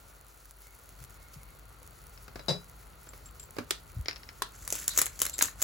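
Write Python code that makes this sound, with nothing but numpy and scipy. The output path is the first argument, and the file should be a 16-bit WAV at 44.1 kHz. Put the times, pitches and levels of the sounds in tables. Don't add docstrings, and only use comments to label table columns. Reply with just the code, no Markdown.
import sys
import numpy as np
from scipy import signal
from scipy.fft import rfft, irfft, next_fast_len
from scipy.io import wavfile
from scipy.ndimage import uniform_filter1d, map_coordinates

SR = 44100
rng = np.random.default_rng(int(sys.argv[2]) if len(sys.argv) > 2 else 0)


def master_out(mix):
    frames = np.transpose(np.atleast_2d(mix))
    ceiling = np.clip(frames, -1, 1)
    pcm = np.round(ceiling * 32767).astype(np.int16)
    wavfile.write(sys.argv[1], SR, pcm)


N = 248503


# start in seconds, level in dB, hold in seconds.
HELD = [(4.535, -55, 0.7)]
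# start in seconds, level in dB, hold in seconds.
SQUEEZES = [(4.73, -43, 0.099), (4.90, -45, 0.083), (4.988, -34.5, 0.025), (5.22, -42, 0.04),
            (5.41, -42.5, 0.069), (5.618, -40.5, 0.021)]
SQUEEZE_ATTACK_S, SQUEEZE_RELEASE_S = 0.04, 0.048
# start in seconds, level in dB, left over right in dB.
SNAPS = [(4.6497, -35, 1), (4.6767, -21, 3.5), (4.7031, -21, -3), (4.7245, -14.5, 1), (4.7535, -23, 5),
         (4.8415, -32, 3), (4.8792, -10.5, 2), (4.961, -34, 4), (4.9755, -8, 3.5), (4.987, -10, 3),
         (4.991, -11, 4), (5.0158, -8, 1.5), (5.0575, -19, 2), (5.0645, -22.5, 4), (5.1915, -26.5, 3),
         (5.2015, -22.5, 5), (5.2173, -8.5, 2), (5.2303, -19.5, 2), (5.2527, -18.5, 1), (5.264, -19.5, -1),
         (5.287, -36, 1), (5.296, -24, 2), (5.3816, -22.5, 1.5), (5.3895, -16, 1.5), (5.4175, -19, 3),
         (5.4212, -14.5, -4), (5.424, -6, 4.5), (5.4392, -20, 1), (5.4555, -22.5, 5), (5.618, -16, -3),
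         (5.6243, -11, 6.5)]
# frequency in Hz, level in dB.
SNAP_COLOUR = [(150, -10.5), (300, -8.5), (500, -6.5), (750, -10.5), (1100, -6.5), (1700, -8), (2900, -9.5),
               (5000, -5.5), (7400, 6.5), (9000, -2), (11500, 1.5), (13500, -1), (15500, -4)]
SLIP_S, SLIP_LOSS_DB = 0.014, 14
# start in seconds, level in dB, left over right in dB.
BUCKLES = [(4.987, -23.5, 7), (5.0154, -22, 4), (5.065, -27, -1), (5.264, -27.5, 3), (5.4095, -15, -0.5),
           (5.421, -36, 0), (5.482, -30, 4)]
# frequency in Hz, level in dB.
BUCKLE_COLOUR = [(180, -46), (300, -20), (1100, 3), (1730, 9.5), (3500, -10), (4170, 8), (4910, -29),
                 (6000, -19), (7800, -46), (13200, -120)]
# start in seconds, level in dB, hold in seconds.
SLIDES = [(4.908, -42.5, .015), (5.337, -50, .004)]
SLIDE_HZ = 4020
SLIDE_ATTACK_S, SLIDE_RELEASE_S = 0.026, 0.039

# start in seconds, level in dB, left over right in dB.
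KNOCKS = [(2.28, -34, 3), (2.357, -26, 3.5), (2.393, -31, -1), (3.0705, -38, 0), (3.134, -36.5, -1),
          (3.566, -29.5, -5), (3.5845, -17.5, -2.5)]
# frequency in Hz, level in dB.
KNOCK_COLOUR = [(100, -1), (250, -7), (500, -3.5), (950, -10.5), (1400, -6.5), (1800, -14.5), (2200, -12.5),
                (3400, -22), (4800, -17), (8000, -30.5), (15000, -31)]
# start in seconds, level in dB, left over right in dB,
# hollow ring in Hz, ring level in dB, time for the ring to fade by 60 dB in seconds.
CLACKS = [(3.7073, -10.5, -1, 378, -39.5, 0.15), (4.4204, -14.5, 1.5, 1065, -19.5, 0.019)]
# frequency in Hz, level in dB.
CLACK_COLOUR = [(200, -34), (360, -0.5), (650, -13), (1150, -7.5), (1800, -3.5), (2500, -9.5), (3700, -4.5),
                (5200, -9), (7500, -9.5), (11500, -11), (15500, -20)]
# frequency in Hz, level in dB.
AFTER_RING_COLOUR = [(1500, -12), (1800, -5), (2600, -11), (3400, 4), (4200, 4.5), (5200, -1), (7500, -11)]
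UTENSIL_HZ, UTENSIL_T60_S, UTENSIL_BELOW_DB = 3480, 0.032, 14.5
# start in seconds, level in dB.
TICKS = [(2.176, -35), (4.0585, -23), (4.0838, -10), (4.094, -23.5), (4.111, -21.5), (4.130, -29.5),
         (4.16, -27.5), (4.1657, -32), (4.233, -31), (4.2897, -26)]
# frequency in Hz, level in dB.
TICK_COLOUR = [(300, -7), (950, -6.5), (2000, 1.5), (3500, -7), (4500, -2.5), (5300, -2.5), (6300, -13.5),
               (8000, -26.5), (15000, -26)]
TICK_PAN_DB = 3
TICK_RING_HZ, TICK_RING_T60_S, TICK_RING_BELOW_DB = 5330, 0.015, 12

# start in seconds, level in dB, left over right in dB.
DISH_TOUCHES = [(2.396, -42, 11), (2.4832, -19.5, 9.5), (2.4882, -20, 0), (2.4921, -16.5, 1),
                (2.5001, -23.5, 2), (2.509, -24, 1), (2.523, -29, 0)]
# frequency in Hz, level in dB, time to fade by 60 dB in seconds.
DISH_MODES = [(143, -5, 0.3), (175.7, -6, 0.32), (413, -12, 0.19), (504, -8.5, 0.19), (559.6, -6, 0.16),
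              (610.7, -10, 0.13), (886, -5.5, 0.12), (3680, -9, 0.13), (3952, 2, 0.16), (4918, -9, 0.15),
              (4970, -4.5, 0.099), (5800, -17, 0.1)]
# frequency in Hz, level in dB.
DISH_COLOUR = [(90, -8), (160, 3.5), (260, -8.5), (520, -1.5), (900, -11.5), (1200, -14.5), (2400, -19),
               (3200, -22), (3850, -9), (4400, -20), (5000, -4.5), (5800, -20.5), (11000, -31),
               (14000, -38)]
# start in seconds, level in dB, pitch in Hz, time to fade by 60 dB in seconds.
THUDS = [(1.008, -46.5, 128.4, 0.22), (1.361, -41.5, 144, 0.097), (2.513, -36, 152, 0.16),
         (3.587, -33, 241, 0.14), (3.964, -27.5, 102, 0.098), (3.989, -23.5, 73.4, 0.069)]
# start in seconds, level in dB.
PIPS = [(3.0883, -44.5), (3.2575, -44.5), (3.3966, -39.5), (3.428, -44), (5.3317, -39), (5.338, -33.5),
        (5.346, -41.5)]
# frequency in Hz, level in dB.
PIP_COLOUR = [(3000, -19.5), (4000, -24), (5000, -21), (6700, -28), (7500, 0.5), (8400, -39), (11000, -23)]
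PIP_PAN_DB = 2

# frequency in Hz, level in dB.
SIZZLE_COLOUR = [(1500, -9), (3000, -7.5), (4200, -5.5), (7000, 0), (11000, -2.5), (15500, -1.5)]
SIZZLE_DB = -60.5
# start in seconds, level in dB, hold in seconds.
SURGES = [(.995, -58.5, 0.053), (1.335, -59, 0.015)]
SURGE_ATTACK_S, SURGE_RELEASE_S = 0.11, 0.054
SPIT_ABOVE_DB = 7
# frequency in Hz, level in dB.
SPIT_COLOUR = [(1000, 1), (3000, -1), (7000, 3), (15000, 2)]
# start in seconds, level in dB.
POPS = [(0.4552, -41), (0.619, -42.5), (.681, -48), (.75, -44), (1.1059, -44), (1.5504, -50), (1.8293, -42),
        (2.068, -43), (2.232, -45), (3.5075, -37)]
# frequency in Hz, level in dB.
POP_COLOUR = [(1500, 1), (4000, -11.5), (7000, 2), (11000, 4.5), (15500, 1.5)]
# start in seconds, level in dB, hold in seconds.
WHISTLES = [(.67, -65.5, 0.056), (1.14, -69, 0.4)]
WHISTLE_HZ, WHISTLE_FADE_S = 2170, 0.076
GRAIN_SPREAD_DB = 3.5

# frequency in Hz, level in dB.
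BURNER_COLOUR = [(150, -10.5), (250, -7), (402, 0), (566, -1.5), (1090, -2), (1430, 2.5), (1580, -7.5),
                 (1990, -6.5), (2150, -8), (2300, -9), (3500, -14.5), (4550, -9), (7700, -120)]
# frequency in Hz, level in dB.
RUMBLE_COLOUR = [(18, -12), (30, -15), (54, -4.5), (76, -10), (151, -15.5), (220, -27), (249, -23),
                 (350, -31.5), (460, -78), (770, -120)]
# time in seconds, level in dB.
RUMBLE_LEVEL = [(0, -63), (.55, -70.5), (1.0, -61.5), (2.3, -61.5), (3.0, -61), (5.6, -59)]
BURNER_FOLLOWS = 0.36

# frequency in Hz, correlation (1 is identical).
LIKENESS = [(60, 0.91), (130, 0.84), (300, 0.51), (700, 0.1), (1300, 0.46), (3000, 0.23), (7000, 0.51),
            (15000, 0.037)]
FRONT_LAG_S, LAG_FROM_HZ = 0.000227, 6500
KITCHEN_T60_S = 0.18
CUTOFF_HZ = 16300


def wrapper():
    effort = swells(SQUEEZES, SQUEEZE_ATTACK_S, SQUEEZE_RELEASE_S)
    whisper = swells(HELD, SQUEEZE_ATTACK_S, SQUEEZE_RELEASE_S)
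    loudness = np.hypot(effort, whisper)
    grit = pitched_grains(2500, 1500, 15000, cycles=12) + rms_one(grains(4000))
    flicker = from_db(0.25 + 2.0 * drift(140))
    rustle = loudness * flicker * rms_one(coloured(grit, SNAP_COLOUR))
    scrape = swells(SLIDES, SLIDE_ATTACK_S, SLIDE_RELEASE_S) * narrow_noise(SLIDE_HZ, width_hz=600)
    snaps = contacts(with_slips(SNAPS), SNAP_COLOUR, crack_t60=0.011, body_t60=0.045, body_db=-23,
                     rise_s=0.0004, direct_share=0.92, vary_db=2.5)
    buckles = contacts(BUCKLES, BUCKLE_COLOUR, crack_t60=0.015, body_t60=0.036, body_db=-14.0)
    return from_front(rustle + scrape + from_db(-0.5) * snaps + from_db(-3.5) * buckles)


def with_slips(snaps, count=2):
    rows = list(snaps)
    for s, level_db, pan_db in snaps:
        for delay in SLIP_S * rng.uniform(0.19, 1, count):
            rows.append((s + delay, level_db - SLIP_LOSS_DB, pan_db))
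    return rows


def utensils():
    ticks = [(s, level_db, TICK_PAN_DB) for s, level_db in TICKS]
    blows = [row[:3] for row in CLACKS]
    out = from_db(-8.0) * contacts(KNOCKS, KNOCK_COLOUR, crack_t60=0.028, body_t60=0.16, body_db=-14.5,
                                   left_lag_s=0.00038)
    out += from_db(-5.5) * contacts(blows, CLACK_COLOUR, crack_t60=0.016, body_t60=0.078, body_db=-19.5,
                                    left_lag_s=0.000346)
    out += from_db(-26.5) * contacts(blows, AFTER_RING_COLOUR, crack_t60=0.035, body_t60=0.27, body_db=-6)
    out += from_db(-6) * contacts(ticks, TICK_COLOUR, crack_t60=0.0055, body_t60=0.06, body_db=-16.5,
                                  left_lag_s=0.00026, rise_s=0.00023, direct_share=0.89)
    for s, level_db, pan_db, hz, ring_db, t60 in CLACKS:
        hollow = from_db(ring_db) * ring(hz, t60)
        note = from_db(level_db - UTENSIL_BELOW_DB) * ring(UTENSIL_HZ, UTENSIL_T60_S)
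        add(out, s, panned(pan_db) * (hollow + note))
    for s, level_db, pan_db in ticks:
        note = from_db(level_db - TICK_RING_BELOW_DB) * ring(TICK_RING_HZ, TICK_RING_T60_S)
        add(out, s, panned(pan_db) * note)
    return out


def dish():
    out = from_db(-6.5) * contacts(DISH_TOUCHES, DISH_COLOUR, crack_t60=0.012, body_t60=0.18, body_db=-9.5)
    touches, t = np.zeros((2, N)), np.arange(N) / SR
    for s, level_db, pan_db in DISH_TOUCHES:
        add(touches, s, (from_db(level_db) * panned(pan_db)) ** 2)
    touches = uniform_filter1d(touches, size=64, axis=1)
    for hz, mode_db, t60 in DISH_MODES:
        kept = from_db(-60 / (t60 * SR)) ** 2
        energy = signal.lfilter([1], [1, -kept], np.abs(touches) + 1e-20)
        tone = np.sin(2 * np.pi * (hz * t + rng.random()))
        out += from_db(mode_db - 15.5) * np.sqrt(energy) * tone
    return out


def thuds(soft_hz=260):
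    out = np.zeros((2, N))
    for s, level_db, hz, t60 in THUDS:
        add(out, s, from_db(level_db) * ring(hz, t60))
    return signal.sosfilt(signal.butter(2, soft_hz, fs=SR, output="sos"), out)


def pips():
    rows = [(s, level_db, PIP_PAN_DB) for s, level_db in PIPS]
    return from_db(2.0) * contacts(rows, PIP_COLOUR, crack_t60=0.013, body_t60=0.11, body_db=-9,
                                   rise_s=0.00029)


def pan_sizzle():
    surge = swells(SURGES, SURGE_ATTACK_S, SURGE_RELEASE_S)
    vigour = np.hypot(from_db(SIZZLE_DB), surge)
    white = rng.standard_normal(N) + from_db(-11) * rng.standard_normal((2, N))
    hiss = from_db(-2.0 + 2.3 * drift(30.3)) * rms_one(coloured(white, SIZZLE_COLOUR))
    prickle = from_db(-4.0) * rms_one(coloured(grains(60), POP_COLOUR))
    crackle = coloured(pitched_grains(330, 7500, 15000, cycles=12),
                       [(4000, -15), (8000, -3), (12000, 0), (15500, 0)])
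    simmer = vigour * (hiss + prickle + from_db(-4.5) * rms_one(crackle))
    ticks = contacts([(s, db, 0) for s, db in POPS], POP_COLOUR, crack_t60=0.0072, body_t60=0.03,
                     body_db=-19, rise_s=0.0001, vary_db=1.5, direct_share=1.0)
    bursts = scattered(SURGES, surge, reach_s=0.0078, above_db=SPIT_ABOVE_DB, spread_db=2.5, count=5)
    spits = contacts(bursts, SPIT_COLOUR, crack_t60=0.02, body_t60=0.049, body_db=-10.0)
    ringing_bubbles = from_db(-72.5) * pitched_grains(70, 500, 3000, cycles=9)
    steam = swells(WHISTLES, WHISTLE_FADE_S, WHISTLE_FADE_S) * narrow_noise(WHISTLE_HZ, width_hz=80)
    return from_front(simmer + ticks + spits) + ringing_bubbles + steam


def scattered(rows, gain, reach_s, above_db, spread_db, count):
    clicks = []
    for s, _, hold_s in rows:
        places = (np.arange(count) + rng.random(count)) / count
        moments = s - reach_s + (hold_s + 2 * reach_s) * places
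        level_db = 20 * np.log10(np.interp(moments, np.arange(N) / SR, gain) + 1e-9)
        size_db, pan_db = spread_db * rng.standard_normal((2, count))
        clicks += zip(moments, level_db + above_db + size_db, pan_db)
    return clicks


def stove():
    rumble_db, = in_time(RUMBLE_LEVEL)
    phase = 2 * np.pi * 50 * np.arange(N) / SR
    hum = from_db(-57.5 + 1.0 * drift(5.56)) * np.sqrt(2) * np.sin(phase + 0.96 * drift(5))
    rumble = from_db(rumble_db + 5.5) * noise(RUMBLE_COLOUR)
    rush_db = -59.0 + BURNER_FOLLOWS * (rumble_db - rumble_db.mean())
    rush = from_db(rush_db) * noise(BURNER_COLOUR)
    return (hum + rumble + rush) * panned(1.9)


def kitchen(x, wall_cut_hz=7000, gap_s=0.0016):
    t = np.arange(SR // 2) / SR
    fade = from_db(-60 * t / KITCHEN_T60_S)
    build_up = 1 - np.exp(-(t / gap_s) ** 2)
    tail = as_stereo(rng.standard_normal((2, len(t)))) * fade * build_up
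    tail = signal.lfilter(*signal.butter(1, wall_cut_hz, fs=SR), tail / np.linalg.norm(tail[0]))
    return signal.oaconvolve(x, tail, axes=1)[:, :N]


def contacts(rows, spectrum, crack_t60, body_t60, body_db, left_lag_s=0, rise_s=0.00035, vary_db=0,
             direct_share=0.14, size=4096):
    out, t = np.zeros((2, N)), np.arange(size) / SR
    rise = 1 - np.exp(-t / rise_s)
    crack = rise * from_db(-60 * t / crack_t60)
    body = rise * from_db(body_db - 60 * t / body_t60)
    for s, level_db, pan_db in rows:
        right = rng.standard_normal(size) * crack
        left = np.interp(t - left_lag_s, t, right, left=0)
        direct = np.array([left, right])
        diffuse = as_stereo(rng.standard_normal((2, size))) * (np.sqrt(1 - direct_share) * crack + body)
        own_colour = [(hz, db + vary_db * rng.standard_normal()) for hz, db in spectrum]
        burst = coloured(np.sqrt(direct_share) * direct + diffuse, own_colour)
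        burst *= np.linalg.norm(crack + body) / np.linalg.norm(burst, axis=1, keepdims=True)
        add(out, s, from_db(level_db) * panned(pan_db) * burst)
    return out


def ring(hz, t60):
    t = np.arange(SR // 2) / SR
    return np.sin(2 * np.pi * hz * t) * from_db(-60 * t / t60)


def grains(per_s):
    sizes = from_db(GRAIN_SPREAD_DB * np.minimum(rng.exponential(1, N), 4))
    turn = rng.uniform(0, 2 * np.pi, N)
    happens = rng.random(N) < per_s / SR
    return sizes * happens * np.array([np.cos(turn), np.cos(turn + 0.21)])


def pitched_grains(per_s, low_hz, high_hz, cycles, count=12):
    out = np.zeros((2, N))
    for hz in np.geomspace(low_hz, high_hz, count):
        r, w = from_db(-60 * hz / (cycles * SR)), 2 * np.pi * hz / SR
        clicks = grains(per_s / count) + 1e-18
        out += signal.lfilter([1, 0, -1], [1, -2 * r * np.cos(w), r * r], clicks)
    return rms_one(out)


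def narrow_noise(hz, width_hz):
    band = signal.butter(2, [hz - width_hz / 2, hz + width_hz / 2], "band", fs=SR, output="sos")
    return rms_one(signal.sosfilt(band, rng.standard_normal((2, N))))


def noise(spectrum):
    return rms_one(coloured(as_stereo(rng.standard_normal((2, N))), spectrum, size=8192))


def swells(rows, attack_s, release_s):
    t, gain = np.arange(N) / SR, np.zeros(N)
    for s, db, hold_s in rows:
        before, after = np.maximum(s - t, 0), np.maximum(t - s - hold_s, 0)
        gain += from_db(db - 20 * before / attack_s - 20 * after / release_s)
    return gain


def drift(rate):
    knots = rng.standard_normal(int(rate * N / SR) + 3)
    return rms_one(map_coordinates(knots, [np.arange(N) * rate / SR], order=1))


def coloured(x, spectrum, size=2048):
    hz = np.arange(size // 2 + 1) * SR / size
    low, high = np.array(spectrum)[[0, -1], 0]
    skirts = 1 / np.sqrt((1 + (low / (hz + 1)) ** 6) * (1 + (hz / high / 1.2) ** 12))
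    cepstrum = irfft(np.log(from_db(at_hz(spectrum, hz)) * skirts + 1e-6))
    cepstrum[1:size // 2] *= 2
    cepstrum[size // 2 + 1:] = 0
    response = irfft(np.exp(rfft(cepstrum)))
    response /= np.linalg.norm(response)
    return signal.oaconvolve(x, response[None], axes=1)[:, :x.shape[1]]


def as_stereo(x):
    size = next_fast_len(x.shape[1])
    a, b = rfft(x, size)
    alike = np.clip(at_hz(LIKENESS, np.arange(len(a)) * SR / size), -0.99, 0.99)
    mid, side = np.sqrt((1 + alike) / 2) * a, np.sqrt((1 - alike) / 2) * b
    return irfft(np.array([mid + side, mid - side]), size)[:, :x.shape[1]]


def from_front(x):
    size = next_fast_len(N + 1024)
    hz = np.arange(size // 2 + 1) * SR / size
    turn = -2 * np.pi * np.maximum(hz - LAG_FROM_HZ, 0) * FRONT_LAG_S
    left = irfft(rfft(x[0], size) * np.exp(1j * turn), size)[:N]
    return np.array([left, x[1]])


def panned(db):
    return from_db(np.array([[db], [-db]]) / 2)


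def add(out, s, sound):
    i = int(np.clip(round(s * SR), 0, N - 1))
    out[:, i:i + sound.shape[-1]] += sound[..., :N - i]


def in_time(rows):
    s, *columns = np.transpose(rows)
    return [np.interp(np.arange(N) / SR, s, c) for c in columns]


def at_hz(points, hz):
    f, value = np.transpose(points)
    return np.interp(np.log(np.maximum(hz, 1)), np.log(f), value)


def from_db(db):
    return 10 ** (np.asarray(db) / 20)


def rms_one(x):
    return x / np.sqrt(np.mean(x ** 2) + 1e-20)


def scene():
    crinkle = wrapper()
    taps = utensils() + pips()
    clink = dish() + thuds()
    room = kitchen(from_db(-6) * crinkle + from_db(-7.5) * taps + from_db(-5.0) * clink)
    return crinkle + taps + clink + room + pan_sizzle() + stove()


def record(dry):
    dry = signal.sosfilt(signal.butter(6, 36, "high", fs=SR, output="sos"), dry)
    return signal.sosfilt(signal.ellip(10, 0.2, 90, CUTOFF_HZ, fs=SR, output="sos"), dry)


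dry = scene()
out = record(dry)
master_out(out)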